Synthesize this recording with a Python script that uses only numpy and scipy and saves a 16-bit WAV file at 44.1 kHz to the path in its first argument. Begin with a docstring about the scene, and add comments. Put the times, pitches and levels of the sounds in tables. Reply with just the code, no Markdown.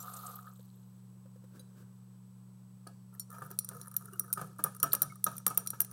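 """A plastic wash bottle squirts water into a small glass beaker, then a glass rod stirs it.
The jet fizzes and drums in the glass; sleeves rustle and the bottle is put down. The rod scrapes round
the bottom and clinks on the wall, and the hand-held beaker rocks and knocks on the wooden bench.
Heard close, on one microphone, in a small, fairly dry room with an electrical hum and a thin whine."""
import sys
import numpy as np
from scipy import signal
from scipy.fft import rfft, irfft, next_fast_len
from scipy.io import wavfile
from scipy.ndimage import map_coordinates

SR = 44100
rng = np.random.default_rng(int(sys.argv[2]) if len(sys.argv) > 2 else 0)


def dump_mix(stems):
    """Bounce the given channels to the path in sys.argv[1] as a 16-bit WAV at rate SR."""
    frames = np.atleast_2d(stems).T  # one column per channel
    limited = np.clip(frames, -1, 1)  # hard clip at full scale
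    pcm = np.round(limited * 32767).astype(np.int16)
    wavfile.write(sys.argv[1], SR, pcm)


N = 261072
RING_TIME = np.arange(SR // 4) / SR  # time axis of one hit
CONTACT_S = 0.007  # a hit's level is set over this opening span
TOP_HZ = 16100  # upper edge of the treble

# sudden spits of the nozzle: start_s, level_db, pitch_hz
NOZZLE_SPITS = [(0.022, -51.5, 8500), (0.134, -48.5, 9300), (0.163, -50.5, 7900), (0.262, -47.5, 8300),
                (0.353, -47, 13200)]
# fat drops striking the beaker's bottom: start_s, level_db
FAT_DROPS = [(0.079, -44.5), (0.387, -50.5), (0.47, -51.5), (.497, -60)]
# spray ringing in the beaker: frequency_hz, density_db
SPATTER_SPECTRUM = [(1900, -34), (3000, -9.5), (4100, -2), (5300, -15), (6200, -7), (7400, -4),
                    (10000, -6.5), (13200, -0.5), (15500, -2.5)]
# the jet drumming on the glass: frequency_hz, density_db
DRUMMING_SPECTRUM = [(200, -54), (520, -4), (610, -19), (720, 1), (850, -13), (1050, -5.5), (1230, 9),
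                     (1450, -6), (1700, -21), (2000, -28.5), (4000, -26.5)]
# the beaker's rim: pitch_hz, gain_db, t60_s
RIM_MODES = [(5857, -4, 0.09), (7327, -1, 0.09), (12800, 2, 0.08)]
# equipment hum and whine: pitch_hz, rms_db
HUM_TONES = [(120.1, -56.5), (187.7, -56.5), (8000, -80), (10907, -87)]
# the room's air: frequency_hz, density_db
AIR_SPECTRUM = [(25, -3), (50, -10), (90, 8.5), (150, 14), (260, 0), (450, 0), (700, -8), (1000, -2.5),
                (2000, -17.5), (5000, -17), (16000, -17)]
# decay of the room's tail: frequency_hz, t60_s
ROOM_DECAY = [(150, 0.64), (1200, 0.16), (6000, 0.67), (15000, 0.041)]
# sleeves and hands moving over the bench: time_s, relative_db
RUSTLE_CURVE = [(0.6, -87), (1.45, -84), (1.56, -62.5), (1.66, -74.5), (1.78, -66.5), (2.05, -83),
                (2.9, -104)]
# rustling cloth: frequency_hz, density_db
RUSTLE_SPECTRUM = [(60, -11), (150, 13), (250, 4.5), (500, 1.5), (750, -16), (1600, -3.5), (1950, -21.5),
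                   (3000, -19), (12000, -19)]
# the plastic bottle moved and put down: start_s, relative_db, pitch_hz
PLASTIC_BUMPS = [(0.593, -58, 490), (1.256, -57, 526), (1.358, -60.5, 506), (1.439, -57.5, 515),
                 (1.598, -59, 514)]
# one nudge of a glass reagent bottle: start_s, level_db
REAGENT_NUDGE = (1.595, -54.5)
# that bottle's ring: pitch_hz, gain_db, t60_s
REAGENT_MODES = [(3950, -2, 0.05), (4780, -12, 0.08), (6410, -6, 0.05), (9550, 1, 0.06), (13200, -5, 0.05)]
# the beaker's base bumping on the bench: start_s, relative_db
BASE_KNOCKS = [(2.866, -57), (3.339, -57.5), (3.418, -48.5), (3.504, -60), (3.71, -58), (4.372, -43.5),
               (4.391, -47.5), (4.413, -45), (4.59, -46), (4.642, -39.5), (4.659, -45.5), (4.832, -32.5),
               (4.857, -46.5), (4.936, -39), (5.019, -44.5), (5.264, -35.5), (5.466, -40.5), (5.505, -43.5),
               (5.572, -46), (5.598, -63), (5.731, -50), (5.8, -52)]
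# the base standing on the bench top: pitch_hz, gain_db, t60_s
BASE_MODES = [(1254, -5.5, 0.035), (1312.5, -6, 0.022), (1536, -16, 0.024), (1716, -22.5, 0.031)]
# the wood under it: pitch_hz, gain_db, t60_s
WOOD_MODES = [(147.3, -0.5, 0.18), (186.5, -0.5, 0.14), (295, -2.5, 0.062), (412, 1, 0.052),
              (515, 2.5, 0.055), (692, 1.5, 0.055), (934, -0.5, 0.073)]
# the judder of the base: frequency_hz, density_db
JUDDER_SPECTRUM = [(30, -18), (150, -57), (450, 7), (820, 10.5), (1300, 1), (1750, 11.5), (1920, -23),
                   (2200, -4.5), (4000, -9.5), (9000, -6.5)]
# the hand presses down and the bench top booms: start_s, level_db, pitch_hz
BENCH_BOOMS = [(4.416, -40.5, 149), (5.071, -44.5, 145)]
# the rod on the wall, rebounds included: start_s, level_db, low_modes_db, high_over_mid_db
WALL_CLINKS = [(2.8713, -52, -14, -19), (3.1968, -37.5, -10.5, 1.5), (3.513, -45.5, -15, 6),
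               (3.589, -27, -16, -4.5), (3.595, -43, -10, 4), (3.646, -41.5, -14, -3),
               (3.689, -39.5, -17, -7), (3.814, -45.5, -7, -7), (3.8812, -47.5, -40, -14),
               (3.965, -26, -22, 7), (4.1956, -27, -20, 1.5), (4.3283, -26, -43, 2),
               (4.336, -33.5, -19, -5), (4.6395, -23, -31, 1), (4.8004, -43.5, -8.5, -6),
               (4.8295, -21.5, -16, 4), (4.84, -32.5, -30, 3), (4.9321, -20.5, -29, 7.5),
               (4.9503, -29.5, -16.5, 0), (5.019, -21, -22, 6.5), (5.029, -34, -11.5, 1),
               (5.2415, -23, -25.5, 0), (5.265, -47.5, 2, 9), (5.367, -44.5, -14, 10),
               (5.381, -40, -19, -2), (5.4655, -22, -19.5, -0.5), (5.4788, -29, -20, 12),
               (5.575, -21, -23, 4.5), (5.673, -33, -8, -4), (5.7038, -33, -14.5, 1),
               (5.8038, -21.5, -34, 5.5), (5.816, -29.5, -18, 5), (5.847, -43.5, -16, 3)]
# the glass's lower modes, damped by the hands: pitch_hz, gain_db, t60_s
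LOW_MODES = [(4050, -10.5, 0.019), (4370, -27.5, 0.15), (5510, -16, 0.062), (5710, -10, 0.11),
             (6040, -0.5, 0.0085), (7170, -6, 0.021)]
# its middle modes: pitch_hz, gain_db, t60_s
MID_MODES = [(8320, -6, 0.0024), (9237, 3, 0.015), (9670, 2, 0.017), (10200, 2, 0.0096)]
# its upper modes: pitch_hz, gain_db, t60_s
HIGH_MODES = [(12790, 13, 0.015), (13220, 6.5, 0.0057), (14500, -9, 0.013), (15200, 7.5, 0.0093)]
# the crack of glass on glass: frequency_hz, density_db
CRACK_SPECTRUM = [(300, -20), (1500, 1), (2000, -21), (4000, -2), (7000, 5.5), (8000, -5), (11000, 4),
                  (16000, 1.5)]
# the rod skidding with a dry chirp: start_s, level_db, pitch_hz
ROD_SKIDS = [(2.872, -56, 4580), (4.829, -43.5, 2980), (4.9189, -45.5, 4160), (5.018, -48, 3930),
             (5.268, -48, 3920), (5.265, -42.5, 6100)]
# spells in which the circling rod drags: start_s, length_s, relative_db
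DRAG_STROKES = [(3.125, 0.021, -63), (3.296, 0.23, -56), (3.682, 0.16, -53.5), (3.94, 0.38, -58.5),
                (4.356, 0.14, -58.5), (4.632, 0.31, -63), (4.826, 0.287, -57), (5.251, 0.13, -55.5),
                (5.47, 0.32, -59.5)]
# the dragged tip snagging on the bottom: start_s, level_db
TIP_SNAGS = [(3.303, -53.5), (3.389, -62), (3.504, -56), (3.744, -71), (3.768, -53.5), (3.831, -57),
             (3.857, -71), (3.914, -51), (3.941, -49.5), (4.022, -58), (4.056, -49), (4.081, -77),
             (4.134, -52), (4.414, -44.5), (4.585, -53.5), (4.748, -50.5), (4.765, -49.5), (4.923, -41),
             (5.156, -54), (5.502, -44.5), (5.547, -50), (5.598, -50), (5.662, -48), (5.913, -48.5)]
# the rod meets the beaker before the hand damps it: start_s, level_db
FREE_TAPS = [(3.196, -41.5)]
# rod and beaker ringing freely: pitch_hz, gain_db, t60_s
FREE_MODES = [(4435, -5.5, 0.1), (5460, 0, 0.099), (5670, -2, 0.088), (7060, -1, 0.092), (9280, 9, 0.069),
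              (12200, 3, 0.083)]
# the clearest bubbles in the stirred water: start_s, peak_db, pitch_hz
STIR_BUBBLES = [(3.507, -51, 390), (4.126, -51.5, 383), (4.13, -62, 2850), (4.641, -51, 393),
                (5.099, -52.5, 2180)]


def amp(db):
    """Decibels to gain."""
    return 10 ** (np.asarray(db) / 20)


def unit(x):
    """Scaled to rms 1."""
    return x / np.sqrt(np.mean(x ** 2) + 1e-20)


def unit_onset(x, span_s=CONTACT_S):
    """Scaled to rms 1 over its first span_s."""
    return x / np.sqrt(np.mean(x[:int(span_s * SR)] ** 2) + 1e-20)


def along(points, hz):
    """A curve over frequency, read on a log axis."""
    knots_hz, values = np.transpose(points)
    return np.interp(np.log(hz + 1), np.log(knots_hz + 1), values)


def wobble(rate):
    """A smooth random curve, rate knots a second."""
    return map_coordinates(rng.standard_normal(int(N * rate / SR) + 4), [np.arange(N) * rate / SR])


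def rise(seconds):
    """The soft start of a ring."""
    return 1 - np.exp(-(RING_TIME / seconds) ** 2)


def fading(db, hold_s, fall_db_per_s):
    """A gain that holds until hold_s and then dies away."""
    return amp(db - fall_db_per_s * np.maximum(np.arange(N) / SR - hold_s, 0))


def filtered(x, response):
    """x through a frequency response."""
    size = next_fast_len(len(x) + 8192)
    return irfft(rfft(x, size) * response(np.fft.rfftfreq(size, 1 / SR)), size)[:len(x)]


def coloured(x, spectrum):
    """x shaped by a spectrum, at rms 1."""
    return unit(filtered(x, lambda hz: amp(along(spectrum, hz))))


def add(track, start_s, sound):
    """Mix a sound into the track."""
    part = track[max(round(start_s * SR), 0):][:len(sound)]
    part += sound[:len(part)]


def ring(modes, vary_db=0, detune=0):
    """Damped modes; each contact point can shift their strengths and pitches."""
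    hz, db, t60 = np.transpose(modes)[:, :, None]
    size, shift, phase = rng.standard_normal((3, len(modes), 1))
    waves = np.sin(2 * np.pi * (hz * (1 + detune * shift) * RING_TIME + phase))
    return np.sum(amp(db + vary_db * size - 60 * RING_TIME / t60) * waves, axis=0)


def ticks(rate, spread_db):
    """Random tiny impulses of uneven size, rate a second."""
    impulses = (rng.random(N) < rate / SR) * rng.choice([-1, 1], N)
    return impulses * amp(spread_db * rng.standard_normal(N).clip(-2, 2))


def scatter(starts, waves):
    """Short waves summed at their start samples; rms 1."""
    samples = starts[:, None] + np.arange(waves.shape[1])
    return unit(np.bincount(samples.ravel(), waves.ravel(), N)[:N])


def crackle(rate, life_s, size_db):
    """Tiny pings at random moments, their pitches spread evenly over the whole band."""
    count = int(rate * N / SR)
    starts = rng.integers(0, N, count)
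    pitch, size = rng.random((2, count, 1))
    t = np.arange(int(6 * life_s * SR)) / SR
    envelope = amp(-size_db * np.log(1 - .97 * size)) * t * np.exp(-t / life_s)
    return scatter(starts, envelope * np.sin(2 * np.pi * TOP_HZ * pitch * t))


def grains(rate, hz, spread, cycles, size_db):
    """Tiny damped tones at random moments, pitched around hz."""
    count = int(rate * N / SR)
    starts = rng.integers(0, N, count)
    pitch, size = rng.standard_normal((2, count, 1)).clip(-2, 2)
    t = np.arange(int(3 * cycles / hz * SR)) / SR
    turns = hz * np.exp(spread * pitch) * t
    envelope = amp(size_db * size) * (turns / cycles) * np.exp(-np.pi * turns / cycles)
    return scatter(starts, envelope * np.sin(2 * np.pi * turns))


def burst(spectrum, envelope):
    """One short puff of coloured noise."""
    return unit_onset(coloured(rng.standard_normal(len(envelope)), spectrum) * envelope)


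def chirp(hz, width_hz, length_s):
    """A short rasp of narrow noise around one pitch."""
    age = RING_TIME / length_s
    narrow = filtered(rng.standard_normal(len(age)), lambda f: 1 / (1 + ((f - hz) / width_hz) ** 2))
    return unit_onset(narrow * age * np.exp(-age ** 2))


def room(hit, near_db, tail_db):
    """Bench and bottles close by scatter a hit at once; the walls answer with a short tail."""
    length = len(RING_TIME)
    hz, t, bands = signal.stft(rng.standard_normal(length), SR, nperseg=256)
    decay = amp(-60 * t / along(ROOM_DECAY, hz)[:, None])
    tail = signal.istft(bands * decay, SR, nperseg=256)[1][:length]
    near = rng.standard_normal(length) * amp(-60 * RING_TIME / 0.047)
    answer = amp(near_db) * near / np.linalg.norm(near) + amp(tail_db) * tail / np.linalg.norm(tail)
    delayed = np.pad(answer, (SR // 400, 0))  # reaches the microphone 2.5 ms after the direct sound
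    return hit + signal.fftconvolve(hit, delayed)[:len(hit)]


def squirt():
    """The jet breaks into bubbles and drops and drums on the glass; a fizz lingers as the grip relaxes."""
    spray_gain = fading(-57.5, hold_s=0.31, fall_db_per_s=170)
    fizz_gain = fading(-62.5, hold_s=0.3, fall_db_per_s=28)
    drum_gain = fading(-51, hold_s=0.3, fall_db_per_s=65)
    jet_stop = fading(0, hold_s=0.53, fall_db_per_s=306)
    sputter = amp(3.5 * wobble(130).clip(-2, 1.5))
    droplets = room(crackle(rate=3600, life_s=.0003, size_db=5), near_db=-4, tail_db=-20)
    spray = coloured(sputter * droplets, SPATTER_SPECTRUM)
    fizz = coloured(crackle(rate=900, life_s=.00015, size_db=4.5), SPATTER_SPECTRUM)
    pings = amp(-1) * sputter * grains(rate=500, hz=12400, spread=.08, cycles=110, size_db=4)
    drum = coloured(ticks(rate=810, spread_db=2.5), DRUMMING_SPECTRUM)
    out = spray_gain * (spray + pings) + fizz_gain * fizz + drum_gain * jet_stop * drum
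    for s, db, hz in NOZZLE_SPITS:
        add(out, s, amp(db) * chirp(hz, width_hz=1600, length_s=0.0076))
    swell = rise(0.0033)
    add(out, 0, amp(-47.5) * unit_onset(swell * ring(RIM_MODES, vary_db=1)))  # nozzle touches rim
    for s, db in FAT_DROPS:
        add(out, s, amp(db) * unit_onset(swell * ring(BASE_MODES, vary_db=1), 2 * CONTACT_S))
    return out


def room_tone():
    """Steady equipment hum, a thin whine and faint air noise."""
    t = np.arange(N) / SR
    hum = sum(amp(db) * np.sqrt(2) * np.sin(2 * np.pi * (hz * t + rng.random())) for hz, db in HUM_TONES)
    return hum + amp(-67) * coloured(rng.standard_normal(N), AIR_SPECTRUM)


def handling():
    """Cloth rustles, the hollow plastic bottle bumps softly and a glass bottle is nudged."""
    movement_db = np.interp(np.arange(N) / SR, *np.transpose(RUSTLE_CURVE), left=-140, right=-140)
    cloth = coloured(rng.standard_normal(N), RUSTLE_SPECTRUM)
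    out = amp(movement_db + 2 + 3.5 * wobble(35)) * cloth
    t = RING_TIME
    dent = amp(-60 * t / 0.046) * (1 - np.exp(-t / 0.0029))
    for s, db, hz in PLASTIC_BUMPS:
        hollow = dent * np.sin(2 * np.pi * hz * t)
        add(out, s, amp(db + 8.5) * (hollow + amp(-14) * burst(RUSTLE_SPECTRUM, dent)))
    s, db = REAGENT_NUDGE
    add(out, s, room(amp(db) * unit_onset(ring(REAGENT_MODES)), near_db=-6, tail_db=-16))
    return out


def knocks():
    """The tipped beaker settles back: its base judders, and a soft push swells in glass and wood."""
    out, t = np.zeros(N), RING_TIME
    swell = rise(0.0029)
    typical_db = -43
    for s, db in BASE_KNOCKS:
        thud_db = -8 - 0.41 * (db - typical_db)  # the thud grows more slowly than the knock
        base = unit_onset(swell * ring(BASE_MODES, vary_db=3, detune=0.014), 2 * CONTACT_S)
        wood = unit_onset(swell * ring(WOOD_MODES, vary_db=3, detune=0.015), 2 * CONTACT_S)
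        judder = burst(JUDDER_SPECTRUM, swell * amp(-60 * t / 0.088))
        hit = amp(db + 1.5) * (base + amp(thud_db) * (wood + judder))
        add(out, s, room(hit, near_db=-7.5, tail_db=-6.5))
    for s, db, hz in BENCH_BOOMS:
        add(out, s, amp(db - 60 * t / 0.2) * swell * np.sin(2 * np.pi * hz * t))
    return out


def clink(db, low_db, bright_db):
    """A sharp touch and a brief chatter drive the glass; spot and sloshing water shift its pitch."""
    t, touch_s = RING_TIME, 0.0011
    chatter = amp(-60 * np.maximum(t - touch_s / 2, 0) / 0.012)
    push = (0.16 * rng.standard_normal(len(t)) * chatter)[:int(CONTACT_S * SR)]
    push[0] = 0.45  # the first touch
    mid = np.convolve(ring(MID_MODES, vary_db=3, detune=.013), push)[:len(t)]
    high = np.convolve(ring(HIGH_MODES, vary_db=3, detune=.005), push)[:len(t)]
    wall = unit_onset(unit_onset(mid) + amp(bright_db) * unit_onset(high))
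    crack = amp(-17.5) * burst(CRACK_SPECTRUM, chatter)
    low = amp(low_db) * unit_onset(ring(LOW_MODES, vary_db=2, detune=.003))
    return room(amp(db) * (wall + crack + low), near_db=-19, tail_db=-20)


def clinks():
    """The rod rings the wall, each time at another spot; now and then it skids."""
    out = np.zeros(N)
    for s, db, low_db, bright_db in WALL_CLINKS:
        add(out, s, clink(db, low_db, bright_db))
    for s, db, hz in ROD_SKIDS:
        skid = amp(db) * chirp(hz, width_hz=265, length_s=0.0026)
        add(out, s, room(skid, near_db=-15, tail_db=-17.5))
    return out


def catches(rate=50, chatter_s=0.0036):
    """The tip catches at uneven intervals; each catch sets off a short run of tiny slips."""
    gap, size = rng.standard_normal((2, int(rate * N / SR))).clip(-1.5, 1.5)
    starts = np.cumsum(np.exp(gap / 2) * SR / rate).astype(int)
    impulses = np.bincount(starts, amp(4 * size), N)[:N]
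    runs = signal.fftconvolve(impulses, np.exp(-RING_TIME / chatter_s))[:N]
    return (runs + amp(-15)) * ticks(rate=2000, spread_db=3)


def shaken(push, modes):
    """Modes driven by impulses; the contact slides among three spots, shifting their balance."""
    spot = np.digitize(wobble(30), [-.5, .5])
    onset = 1 - np.exp(-RING_TIME * modes[0][0] / 2)
    rings = [onset * ring(modes, vary_db=3, detune=.007) for _ in range(3)]
    return unit(sum(signal.oaconvolve(push * (spot == k), rings[k])[:N] for k in range(3)))


def pressure(bite_s=0.003, ease_db_per_s=6, swirl_db=-70):
    """Each stroke bites, eases off and lets go; from the second on, the water swirls between them."""
    t = np.arange(N) / SR
    out = amp(swirl_db) * np.clip((t - DRAG_STROKES[1][0]) / bite_s, 0, 1)
    for s, length_s, db in DRAG_STROKES:
        bite = np.clip((t - s) / bite_s, 0, 1)
        sag_db = ease_db_per_s * np.maximum(t - s, 0)
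        out = np.maximum(out, bite * fading(db - sag_db, hold_s=s + length_s, fall_db_per_s=223))
    return out


def scrape():
    """The rod's tip catches and slips, ringing the glass and jolting its base; the water gurgles."""
    drag = catches()
    glass = shaken(drag, MID_MODES) + shaken(drag, HIGH_MODES) + amp(-13) * shaken(drag, LOW_MODES)
    grit = coloured(crackle(rate=2500, life_s=.0003, size_db=3.5) * amp(3 * wobble(60)), CRACK_SPECTRUM)
    bench = shaken(drag, BASE_MODES) + amp(-4.5) * shaken(drag, WOOD_MODES)
    plops = grains(rate=18, hz=430, spread=.15, cycles=8, size_db=2)
    out = pressure() * (amp(-8) * glass + amp(-13) * grit + amp(1) * bench + amp(-13) * plops)
    for s, db in TIP_SNAGS:
        jolt = unit_onset(rise(0.003) * ring(BASE_MODES, vary_db=3, detune=.025), 2 * CONTACT_S)
        add(out, s, clink(db, low_db=-19, bright_db=-2) + amp(-60.5) * jolt)
    return out


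def rod_tap():
    """Rod and beaker ring briefly and freely, not yet damped by the hand."""
    out = np.zeros(N)
    onset = 1 - np.exp(-RING_TIME / 0.0003)
    for s, db in FREE_TAPS:
        add(out, s, amp(db) * unit_onset(onset * ring(FREE_MODES)))
    return out


def bubbles(swell_s=0.0065, rise_per_s=0.3):
    """Each bubble swells, rings and dies while its pitch rises a little."""
    out, t = np.zeros(N), RING_TIME
    life = t / swell_s * np.exp(1 - t / swell_s)
    for s, db, hz in STIR_BUBBLES:
        add(out, s, amp(db) * life * np.sin(2 * np.pi * hz * t * (1 + rise_per_s * t / 2)))
    return out


def scene():
    """Bench and room as they reach the microphone, in mono."""
    stirring = clinks() + rod_tap() + knocks() + scrape() + bubbles()
    return (stirring + squirt() + handling() + room_tone())[None]


def record(dry):
    """The sound is cut off steeply above about 16 kHz."""
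    return np.array([filtered(ch, lambda hz: 1 / np.sqrt(1 + (hz / TOP_HZ) ** 120)) for ch in dry])


dry = scene()
out = record(dry)
dump_mix(out)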